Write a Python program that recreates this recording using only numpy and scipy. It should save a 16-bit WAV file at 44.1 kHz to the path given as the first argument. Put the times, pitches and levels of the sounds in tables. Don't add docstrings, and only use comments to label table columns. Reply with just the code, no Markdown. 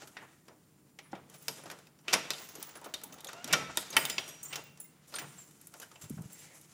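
import sys
import numpy as np
from scipy import signal
from scipy.fft import rfft, irfft, next_fast_len
from scipy.io import wavfile
from scipy.ndimage import uniform_filter1d

SR = 44100
rng = np.random.default_rng(int(sys.argv[2]) if len(sys.argv) > 2 else 0)


def to_wav(s):
    ch = np.atleast_2d(s).T
    pcm = np.round(np.clip(ch, -1, 1) * 32767)
    wavfile.write(sys.argv[1], SR, pcm.astype(np.int16))


def how_loud(loudness_db):
    steps = np.asarray(loudness_db, float) / 20
    return 10 ** steps


N = 297016

# (frequency [Hz], level [dB])
DOOR = [(60, -54), (130, 2), (170, -9), (300, 0), (470, -1.5), (680, -1.5), (900, -1), (1300, -5.5),
        (2500, -14), (9000, -73.5)]
# (frequency [Hz], level [dB])
LOCK = [(500, -9.5), (1200, 1.5), (1900, 1), (2400, 1.5), (3000, 2.5), (3800, 2), (4900, 1.5), (5800, 2),
        (7500, 0), (12000, -46)]
# (time [s], shudder [dB], after-rattle [dB])
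LOADS = [(0.19, -94, -48), (1.14, -54.5, -51.5), (1.5, -59, -80), (2.161, -51.5, -30.5),
         (3.528, -41, -32.5), (3.962, -44, -36), (4.541, -57.5, -42), (5.217, -54.5, -44), (6.12, -64, -89),
         (6.21, -61, -94.5)]
# (time [s], peak level [dB])
SPLIT_RING = [(1.3483, -52), (1.4194, -54), (2.391, -45), (2.4877, -53), (2.598, -51), (2.6274, -42),
              (2.8529, -55), (3.04, -54), (3.1268, -56), (3.9659, -36), (4.0547, -41), (4.0986, -46),
              (4.1889, -50), (4.4303, -42), (4.53, -49), (4.6386, -60), (4.8003, -47), (4.8409, -53),
              (5.1856, -46), (5.3794, -58), (6.0197, -61), (6.324, -53)]
SMALL_KEY = [(1.0294, -61), (1.3803, -56), (1.6372, -58), (2.4867, -57), (2.7541, -50), (3.0365, -48),
             (3.1263, -51.5), (4.0976, -61), (4.206, -56), (4.277, -46), (4.4293, -47), (4.8013, -41)]
THIN_KEY = [(2.44, -53), (2.495, -53), (2.5551, -56), (3.036, -52), (3.969, -42), (4.0976, -64),
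            (4.287, -54), (4.437, -49)]
LONG_KEY = [(1.4027, -72), (2.67, -57), (2.71, -59), (3.971, -57), (4.0986, -35.5), (4.4307, -35.5),
            (4.806, -48.5), (5.1926, -51), (5.4201, -54)]
SPARE_KEY = [(3.772, -53), (5.3818, -46), (5.9444, -59), (6.012, -50), (6.323, -53.5), (6.3908, -55)]
FLAT_KEY = [(4.2782, -55), (4.43, -40), (4.803, -57), (5.2031, -55)]
WIDE_KEY = [(2.4887, -54), (3.1233, -54), (3.9045, -46), (4.2782, -48), (4.4298, -47)]
CLIP = [(3.9729, -45), (4.428, -56), (4.5481, -57), (5.1856, -54)]
# (pitch [Hz], decay time t60 [s], strikes (time [s], peak level [dB]))
BUNCH = [
    (15460, .3, SPLIT_RING),
    (10660, .13, SMALL_KEY),
    (11790, .21, THIN_KEY),
    (7155, .19, LONG_KEY),
    (7450, .24, SPARE_KEY),
    (8303, .38, FLAT_KEY),
    (6450, .23, WIDE_KEY),
    (13360, .16, CLIP),
]


def band(x, lo_hz, hi_hz):
    sos = signal.butter(2, [lo_hz, min(hi_hz, .45 * SR)], "band", fs=SR, output="sos")
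    return signal.sosfilt(sos, x)


def colour(x, points):
    hz, db = np.transpose(points)
    size = next_fast_len(len(x))
    f = np.fft.rfftfreq(size, 1 / SR)
    gain = how_loud(np.interp(np.log(f + 1), np.log(hz), db))
    return irfft(rfft(x, size) * gain, size)[:len(x)]


def rings(hz, t60, size):
    t = np.arange(size) / SR
    decay = np.exp(-np.log(1000) * t / np.reshape(t60, (-1, 1)))
    return np.sin(2 * np.pi * np.outer(hz, t)) * decay


def add(out, s, x):
    i = int(s * SR)
    out[i:i + len(x)] += x[:max(N - i, 0)]


def unit(x):
    return x / np.sqrt(np.mean(x ** 2))


def top(x):
    return x / np.abs(x).max()


def curves(table):
    s, *columns = np.transpose(table)
    return [np.interp(np.arange(N) / SR, s, c, left=c[0], right=c[-1]) for c in columns]


def peaks(x, table):
    out = np.zeros(N)
    for hz, width, db in table:
        b, a = signal.iirpeak(hz, hz / width, fs=SR)
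        out += how_loud(db) * unit(signal.lfilter(b, a, x))
    return unit(out)


def body(points, favour_hz, favour_db, modes=(), size=1024):
    f = np.fft.rfftfreq(2 * size, 1 / SR) + 1
    at_hz, at_db = np.transpose(points)
    db = np.interp(np.log(f), np.log(at_hz), at_db)
    db += favour_db * np.exp(-(np.log(f / favour_hz) / 0.18) ** 2)
    for hz, width in modes:
        db += 8.5 * rng.random() / (1 + ((f - hz) / width) ** 2)
    cepstrum = irfft(db * np.log(10) / 20)
    cepstrum[1:size] *= 2
    cepstrum[size + 1:] = 0
    return irfft(np.exp(rfft(cepstrum)))[:size]


def after_loads(levels_db, t60):
    rise_s = 0.027
    late = np.arange(N) / SR - np.array(LOADS)[:, :1]
    db = np.where(late < 0, late * 20 / np.log(10) / rise_s, -60 * late / t60)
    gains = how_loud(np.reshape(levels_db, (-1, 1)) + np.maximum(db, -200))
    return np.sqrt(np.sum(gains ** 2, axis=0))


def hum():
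    # (frequency [Hz], level [dB per Hz])
    outline = [(20, -28), (50, -10.5), (90, 0.5), (160, -4), (300, 1.5), (500, -13.5), (1200, -17),
               (3500, -28.5), (5500, -21.5), (7200, -27), (9000, -17.5), (12000, -23.5), (15000, -20),
               (16500, -24)]
    whine_hz = 7200
    steady = how_loud(-67) * unit(colour(rng.standard_normal(N), outline))
    whine = unit(band(rng.standard_normal(N), .97 * whine_hz, 1.04 * whine_hz))
    return steady + how_loud(-83.5) * whine


def room(x):
    # (centre [Hz], t60 [s], level [dB])
    bands = [(190, 0.74, -25.5), (480, 0.78, -26), (1550, 0.71, -17.5), (4250, 0.5, -21), (8800, 0.34, -13)]
    t = np.arange(SR) / SR
    tail = np.zeros(len(t))
    for hz, t60, db in bands:
        noise = unit(band(rng.standard_normal(len(t)), hz / 3.05, hz * 2.38))
        decay = np.exp(-np.log(1000) * t / t60)
        tail += how_loud(db) * noise * decay * np.sqrt(2 * np.log(1000) / (t60 * SR))
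    tail *= np.clip((t - .003) / 0.0026, 0, 1)
    return signal.fftconvolve(x, tail)[:N]


def shudder():
    # (frequency [Hz], width [Hz], level [dB])
    leaf = [(147.1, 5.8, 1), (162.5, 14, 1), (184, 8.5, -4), (309.5, 7.4, -6), (355.4, 12, -24),
            (445, 5.4, -9.5)]
    rest_db = -67
    gain = after_loads(np.array(LOADS)[:, 1] - 2.5, t60=0.92) + how_loud(rest_db)
    return gain * peaks(rng.standard_normal(N), leaf)


def bumps():
    # (time [s], peak level [dB], wobble [Hz])
    touches = [(6.103, -30, 440), (6.028, -37, 150), (6.04, -26, 129), (6.059, -27, 124), (6.106, -16, 254),
               (6.114, -18.5, 176), (6.127, -22.5, 156), (6.141, -18.5, 163), (6.172, -19.5, 172),
               (6.191, -17, 154), (6.209, -16, 157), (6.243, -29, 172), (6.258, -20, 138),
               (6.302, -51, 161)]
    rise_s = 0.0034
    out, t = np.zeros(N), np.arange(2000) / SR
    swell = (t / rise_s) * np.exp(1 - t / rise_s)
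    for s, db, hz in touches:
        add(out, s - .002, how_loud(db - 16.5) * swell * np.sin(2 * np.pi * hz * t))
    return out


def swish():
    # (time [s], half length [s], level [dB], pitch [Hz], width [share of pitch])
    rubs = [(2.583, 0.03, -53, 330, 1.6), (2.775, 0.019, -55.5, 1440, 0.23), (2.828, 0.017, -53, 940, 0.16),
            (2.87, 0.013, -57, 670, .3), (2.99, 0.022, -75, 1440, 0.079), (3.057, 0.019, -56.5, 880, 0.13),
            (3.143, 0.013, -60, 1270, 0.12), (3.152, 0.033, -63, 640, 0.37), (3.2, 0.019, -64, 3550, 0.091),
            (3.265, .018, -53, 610, 0.44), (3.272, 0.0043, -48, 3500, 0.089),
            (3.281, .006, -45, 6640, 0.082), (3.5, 0.0092, -47.5, 2800, 0.16),
            (3.459, 0.016, -48, 230, 0.7), (3.7, .015, -47.5, 900, 1.2), (3.619, .16, -61.5, 70, 1.2),
            (0.22, .05, -63, 1860, 0.34), (3.8, 0.024, -44.5, 9800, .5), (6.471, .14, -65, 2060, 0.3),
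            (6.418, .03, -70, 2850, .08), (5.755, .02, -57, 800, 1.05), (5.0, .07, -73, 1450, 1.6),
            (5.145, 0.0089, -46, 730, 1.3), (3.1, .08, -58, 200, 0.75), (6.43, 0.096, -61, 4300, 1.6),
            (2.138, 0.0055, -31, 7700, 0.29), (1.065, 0.013, -64, 1500, 1.1),
            (1.122, 0.0066, -62, 5500, 0.66), (6.502, .12, -67, 540, 1.06)]
    out = np.zeros(N)
    for s, half, db, hz, share in rubs:
        noise, patchy = rng.standard_normal((2, int(4 * half * SR) + 400))
        swell = np.exp(-((np.arange(len(noise)) / SR - 2 * half) / half) ** 2)
        spread = 1 + abs(share) / 2
        hiss = unit(band(noise, hz / spread, hz * spread))
        patches_db = unit(uniform_filter1d(patchy, size=400))
        add(out, s - 2 * half, how_loud(db + patches_db) * swell * hiss)
    return out


def squeak():
    # (time [s], slip rate [Hz], level [dB])
    slips = [
        (3.33, 644, -60),
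        (3.355, 670, -42.5),
        (3.42, 717, -42),
        (3.44, 720, -77),
    ]
    hz, db = curves(slips)
    waver = 1 + 0.022 * unit(uniform_filter1d(rng.standard_normal(N), size=200))
    phase = 2 * np.pi * np.cumsum(hz * waver) / SR
    i = np.arange(N)
    on = (i > slips[0][0] * SR) & (i < slips[-1][0] * SR)
    partials_db = [-10.5, -12, -24, -16]
    stack = sum(how_loud(g) * np.sin(k * phase) for k, g in enumerate(partials_db, start=1))
    return on * how_loud(db) * stack


def clinks():
    out = np.zeros(N)
    touches_per_s = 14
    for hz, _, _ in BUNCH:
        touches = (rng.random(N) < touches_per_s / SR) * how_loud(4 * rng.standard_normal(N))
        out += signal.oaconvolve(touches, rings([hz], [.035], size=2000)[0])[:N]
    return unit(out)


def scrape():
    # (time [s], effort [dB], brightness [dB])
    hand = [(0.0, -55.5, -9), (0.1, -69.5, 6.5), (0.9, -79, -11), (1.22, -78.5, -15), (1.37, -65, 7),
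            (1.65, -61, 3.5), (1.95, -79.5, -11), (2.36, -58, 6.5), (2.55, -55.5, -7), (3.04, -71.5, -38),
            (3.43, -59, -17), (4.11, -54.5, 4.5), (4.95, -74, -8.5), (5.3, -60, 2.5), (5.62, -70.5, 7.5),
            (5.95, -64.5, 3), (6.45, -65, 6), (6.74, -67.5, 8.5)]
    # (frequency [Hz], width [Hz], level [dB])
    case_rings = [(872, 18, -1.5), (1070, 18, -17.5), (1322, 18, 2), (1400, 20, -1.5), (1880, 30, -10),
                  (2010, 30, 5), (2210, 25, -1), (2300, 25, -5), (2530, 28, -9), (2880, 30, 1),
                  (3070, 35, -1.5)]
    effort_db, bright_db = curves(hand)
    rattle = after_loads(np.array(LOADS)[:, 2], t60=0.38)
    door = how_loud(effort_db - 1.5 - 0.45 * bright_db) + rattle
    lock = how_loud(effort_db)
    sizes = how_loud(2.5 * np.minimum(rng.exponential(size=N), 3))
    grains = (rng.random(N) < .06) * sizes * rng.uniform(-1, 1, size=N)
    slow = uniform_filter1d(rng.standard_normal((3, N)), size=1200)
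    fits = unit(uniform_filter1d(slow, size=1200))
    grains = (unit(grains) + rng.standard_normal(N)) * how_loud(1.8 * fits[0] + 2.0 * fits)
    edges = unit(band(grains[2], 5500, 12000)) + .4 * clinks()
    loose_case = unit(band(rng.standard_normal(N), 1280, 3300))
    out = door * how_loud(-8.0) * unit(colour(grains[0], DOOR))
    out += lock * unit(colour(grains[1], LOCK))
    out += how_loud(-19) * (rattle + lock) * peaks(grains[1], case_rings)
    out += how_loud(-9.5 - 3.5) * rattle * loose_case
    return out + how_loud(effort_db + bright_db - 5.0) * unit(edges)


def pings():
    # (time [s], peak level [dB], pitch [Hz], t60 [s])
    gripped = [(1.1315, -34.5, 330, 0.041), (1.1315, -32.5, 797, .035), (1.133, -44, 190, 0.11),
               (2.137, -26, 985, 0.075), (3.5335, -23.5, 1405, 0.075), (3.9666, -15.5, 3037, 0.056),
               (3.9672, -26, 2190, 0.044), (3.968, -25.5, 900, 0.074), (4.1815, -32, 4900, 0.032),
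               (5.142, -40.5, 1397, 0.084), (5.1535, -30, 8965, 0.04), (2.14, -30, 9954, .056),
               (3.502, -40, 2280, .06), (3.773, -34, 950, .05), (3.773, -36.5, 640, .05),
               (3.773, -38, 340, .06), (1.483, -42.5, 450, .09), (1.483, -41, 950, .07),
               (5.829, -45, 1570, .06), (5.829, -53, 2950, .08), (.989, -52, 800, .05),
               (5.914, -52, 1250, .05), (3.29, -40, 1420, .05), (3.773, -31, 11500, 0.027),
               (1.1315, -39, 560, .04), (4.182, -29.5, 2200, .04), (4.182, -31, 4300, 0.024),
               (5.187, -42, 6000, 0.055), (1.132, -42, 1390, 0.033)]
    out, t = np.zeros(N), np.arange(4000) / SR
    for s, db, hz, t60 in gripped:
        build = 1 - np.exp(-t / (0.028 * t60))
        add(out, s, how_loud(db + 2.5) * build * rings([hz], [t60], size=len(t))[0])
    return out


def jingle():
    # (time [s], peak level [dB], brightness [dB per octave])
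    shakes = [(1.483, -51, 5), (2.137, -48, -2), (2.305, -53, -3), (2.628, -70, 7), (2.941, -63, 5),
              (3.528, -66, 0), (3.773, -52, 1), (3.968, -37, 4), (4.054, -57, 2), (4.099, -48, -16),
              (4.198, -57, -7), (4.558, -56, -8), (5.186, -63, 0)]
    # (frequency [Hz], level [dB], t60 [s])
    bunch_modes = [(4960, -3, .23), (5615, -8, .11), (7144, -6, .5), (8030, -8, .15), (8320, -4, .5),
                   (9700, -4, .3), (9940, -6, .14), (10430, -8, .15), (10660, -8, .4), (11200, -3, .2),
                   (11780, -1, .3), (12100, -8, .24), (12870, -12, .3), (14300, -16, .3)]
    out = np.zeros(N)
    hz, mode_db, t60 = np.transpose(bunch_modes)
    fade = np.hanning(18000)[9000:]
    for s, db, tilt_db in shakes:
        luck = rng.standard_normal((3, len(hz)))
        gains = how_loud(db + mode_db + tilt_db * np.log2(hz / 8000) + 3 * luck[0])
        ring = rings(hz * (1 + .003 * luck[1]), t60 * how_loud(luck[2]), size=9000) * fade
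        flutter = unit(uniform_filter1d(rng.standard_normal((len(hz), 900)), size=12))
        add(out, s, gains @ (ring * (.6 + .6 * np.repeat(flutter, repeats=10, axis=1))))
    return out


def keys():
    # (time [s], peak
    # level [dB], pitch [Hz], t60 [s])
    chimes = [(1.042, -64, 9884, .5), (1.0705, -62, 9884, .3), (2.147, -44, 2546, .4),
              (3.55, -32, 1314, .5), (3.545, -39, 2640, .3), (3.56, -40, 2300, .38),
              (3.538, -38, 1104, .16), (4.1, -56, 5766, .8), (4.1994, -47.5, 5766, 1.8),
              (4.5281, -33, 2750, .1), (4.56, -47, 2740, .5), (4.85, -55, 2100, .11),
              (5.168, -46.5, 8965, .6), (0.171, -55, 1850, .2), (3.971, -46, 7144, .36)]
    out = np.zeros(N)
    struck = [(s, db, hz, t60) for hz, t60, hits in BUNCH for s, db in hits]
    for s, db, hz, t60 in struck + list(chimes):
        loose = min(1, (hz / 6000) ** 2)
        split = 1 + 0.0024 * rng.standard_normal(3) * np.array([.2, 1, 1])
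        gains = np.array([1, 0.6 * min(1, 0.48 / t60) * loose, .3 * loose])
        ring = gains @ rings(hz * split, [t60, t60, .5 * t60], size=int(SR * min(t60, .36)))
        swing = unit(uniform_filter1d(rng.standard_normal(len(ring)), size=400))
        swing_db = (1 + 3.5 * loose) * min(1, .25 / t60) * swing
        add(out, s, how_loud(db - 5.5 + swing_db) * ring)
    return out


def strikes():
    # (time [s], peak level [dB], edges [dB re peak], strongest ring [Hz], chatter [ms])
    throws = [(0.1678, -31.5, -41, 1780, 6.5), (0.9876, -35, -22.5, 2200, 6.1),
              (1.482, -18, -14, 5460, 1.47), (1.6998, -31.5, -19, 1620, 6.4),
              (2.081, -19.5, -31.5, 2700, 4.8), (2.1375, -10.5, -17, 2480, 3.04),
              (2.3043, -17.5, -15, 4230, 1.96), (2.334, -29.5, -20, 3700, 2.4),
              (2.6267, -34, -1, 5600, 3.9), (2.9387, -23.5, -17, 4000, 4.9),
              (3.2699, -35.5, -12, 3680, 2.8), (3.443, -25.5, -14, 6300, 2.67),
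              (3.5271, -16, -11, 5630, 3.7), (3.5383, -12.5, -26, 2577, 2.32),
              (3.7722, -16, -6.5, 3660, 1.53), (3.9663, -8, -34, 2200, 4.0), (3.9666, -21, 3.5, 6000, 0.81),
              (4.0522, -18.5, -12, 3300, 2.24), (4.098, -22, -11, 3550, 2), (4.1814, -15, -30.5, 3200, 3.4),
              (4.5565, -22.5, -21, 6360, 5.8), (5.1395, -31, -17, 4600, 10),
              (5.1847, -27.5, -18, 1720, 9.7)]
    # (time [s], peak level [dB], edges [dB re peak], strongest ring [Hz], chatter [ms])
    drags = [(1.15, -42.5, -32, 3300, 6.3), (2.076, -29.5, -25.5, 2770, 43),
             (2.1275, -18.5, -23, 6500, 3.7), (2.131, -12, -19, 5460, 2.74),
             (2.1424, -17.5, -28, 2290, 4.5), (3.286, -31.5, -21.5, 1360, 6.6),
             (3.506, -29.5, -30, 2240, 12), (3.531, -12, -17, 5570, 3.6), (3.5333, -13.5, -37, 1960, 3.2),
             (3.9243, -31.5, -22, 4500, 13.4), (4.2888, -37, -12, 7100, 5),
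             (4.5256, -28.5, -21, 2610, 11.3), (5.0707, -49.5, -7, 6570, 36),
             (5.16, -29.5, -14.5, 3670, 2.9), (5.4173, -52, -19.5, 7300, 13), (5.814, -38.5, -14, 1550, 16),
             (6.0115, -40, -13, 7200, 15), (6.389, -52.5, -2, 7140, 18)]
    # (time [s], peak level [dB], door panel [dB re peak], chatter [ms])
    knocks = [(0.0192, -41, -6, 3.7), (0.0716, -43.5, -14.5, 9.9), (0.4813, -45, -6.5, 5.1),
              (1.1306, -42.5, 6, 1.85), (1.3388, -43, -12, 13.3), (1.581, -43.5, -5, 10),
              (1.6357, -50.5, 2, 1.9), (1.6566, -38.5, -3.5, 7.9), (1.7121, -33.5, -11.5, 5.6),
              (1.7866, -46, -11.5, 4.3), (2.7536, -39, -9, 6.4), (2.813, -51, 1, 10.7),
              (2.8409, -39, -14, 12.2), (2.8598, -41.5, -1, 3.3), (3.015, -43, -14, 2.5),
              (3.3313, -32.5, -12.5, 0.9), (3.4749, -34.5, -6.5, 14), (5.1191, -44.5, -8, 21),
              (5.739, -39, -14.5, 2.3), (5.8296, -52, -24, 2.9), (5.914, -47, -12, 3),
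              (6.039, -43, -11.5, 7.8), (6.177, -51.5, 2, 7.8)]
    # (time [s], peak level [dB], edges [dB re peak], strongest ring [Hz])
    ticks = [(1.2978, -47.5, -8, 6340), (1.424, -54, 2, 7000), (1.869, -47.5, -14, 2440),
             (1.9884, -51, -16, 5600), (2.382, -34.5, -21, 4350), (2.4888, -39, -37, 6060),
             (2.553, -35.5, -10.5, 6530), (3.0356, -35, -6.5, 6230), (3.1249, -38, -23, 7100),
             (3.184, -45, -14, 3470), (3.2051, -44, -6, 3500), (3.245, -33.5, -8.5, 3930),
             (3.903, -37, -6, 6400), (4.2782, -39, -9, 6340), (4.429, -58, -26, 7100),
             (4.7733, -49, -8, 5540), (4.803, -47.5, -0.5, 6940), (5.3832, -58, -27, 7400),
             (5.51, -55, -2, 7350), (5.613, -52, 4, 7200), (5.67, -48.5, 3, 7000),
             (5.7991, -37.5, -6.5, 6450), (5.957, -42, -37, 2670), (6.097, -44.5, 0, 6180),
             (6.2195, -52.5, 1, 6530), (6.3304, -54.5, 11.5, 7430), (6.6124, -50.5, -3, 7330),
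             (2.012, -66, 0, 7400), (2.771, -51, 1, 7004), (2.814, -48, -5, 6800), (3.141, -45.5, -9, 6800),
             (3.333, -47, -19, 6700), (3.476, -36.5, -11, 6500), (2.437, -56, -2, 7000),
             (2.6048, -57, 0, 7000), (2.6916, -46, -4, 3000), (4.843, -56, -12, 6000),
             (5.197, -35.5, -19, 2300)]
    sharp_s = .00025
    blow_list = []
    for s, db, edge_db, hz, ms in throws:
        blow_list.append((s, db, -22, edge_db, hz, ms / 1000, sharp_s))
    for s, db, edge_db, hz, ms in drags:
        door_db = -10.5 + 0.5 * edge_db
        blow_list.append((s, db, door_db, edge_db, hz, ms / 1000, .35 * ms / 1000))
    for s, db, door_db, ms in knocks:
        edge_db = -25 - door_db
        blow_list.append((s, db, door_db, edge_db, 1270, ms / 1000, .22 * ms / 1000))
    for s, db, edge_db, hz in ticks:
        blow_list.append((s, db, -15, edge_db, hz, .004, sharp_s))
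    return blow_list


def blows():
    # (frequency [Hz], half width [Hz])
    lock_modes = [(1410, 60), (1880, 45), (2310, 55), (2650, 60), (3050, 50), (3670, 70), (4940, 80),
                  (5710, 120)]
    hard_edge_db, soft_tilt = -6, .28
    near, far, t = np.zeros(N), np.zeros(N), np.arange(4500) / SR
    edges = band(np.eye(1, 256)[0], 7700, 13170)
    panel_modes = [(360, 4.4), (470, 24), (870, 180), (1090, 370)]
    panel = body(DOOR, favour_hz=646, favour_db=3.0, modes=panel_modes)
    for s, db, door_db, edge_db, hz, span, rise in strikes():
        hit = rng.random(len(t)) < .12
        size, hiss, steel, wood = rng.standard_normal((4, len(t)))
        swell = 1 - np.exp(-t / rise)
        chatter = (hit * size + 0.55 * hiss) * swell * np.exp(-t / span)
        case_shake = chatter + 0.38 * steel * swell * np.exp(-t / (span + 0.0053))
        panel_shake = chatter + 0.29 * wood * swell * np.exp(-t / (span + 0.031))
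        tilt_db = soft_tilt * min(edge_db - hard_edge_db, 0)
        dull = [(f, g + tilt_db * max(np.log2(f / hz), 0)) for f, g in LOCK]
        case = body(dull, favour_hz=hz, favour_db=6.0, modes=lock_modes)
        parts = [(case_shake, case, -1.5), (chatter, edges, edge_db + 7.5), (panel_shake, panel, door_db + 4)]
        for shake, response, part_db in parts:
            sound = how_loud(db + part_db) * top(signal.fftconvolve(shake, response))
            add(near, s, sound)
            add(far, s + .5 * span, response * np.sqrt(np.sum(sound ** 2) / np.sum(response ** 2)))
    return near, far


def scene():
    near, far = blows()
    tones = keys() + squeak() + jingle()
    short = pings()
    echo = room(far + tones + 0.32 * short)
    handling = scrape() + swish() + bumps() + shudder()
    return (near + tones + short + echo + handling + hum())[None]


def roll_off(x):
    return signal.sosfilt(signal.butter(12, 16810, fs=SR, output="sos"), x)


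def record(dry):
    x = signal.sosfilt(signal.butter(1, 60, "high", fs=SR, output="sos"), dry)
    x = signal.sosfilt(signal.ellip(6, .5, 30, 15900, fs=SR, output="sos"), x)
    return roll_off(x)


dry = scene()
out = record(dry)
to_wav(out)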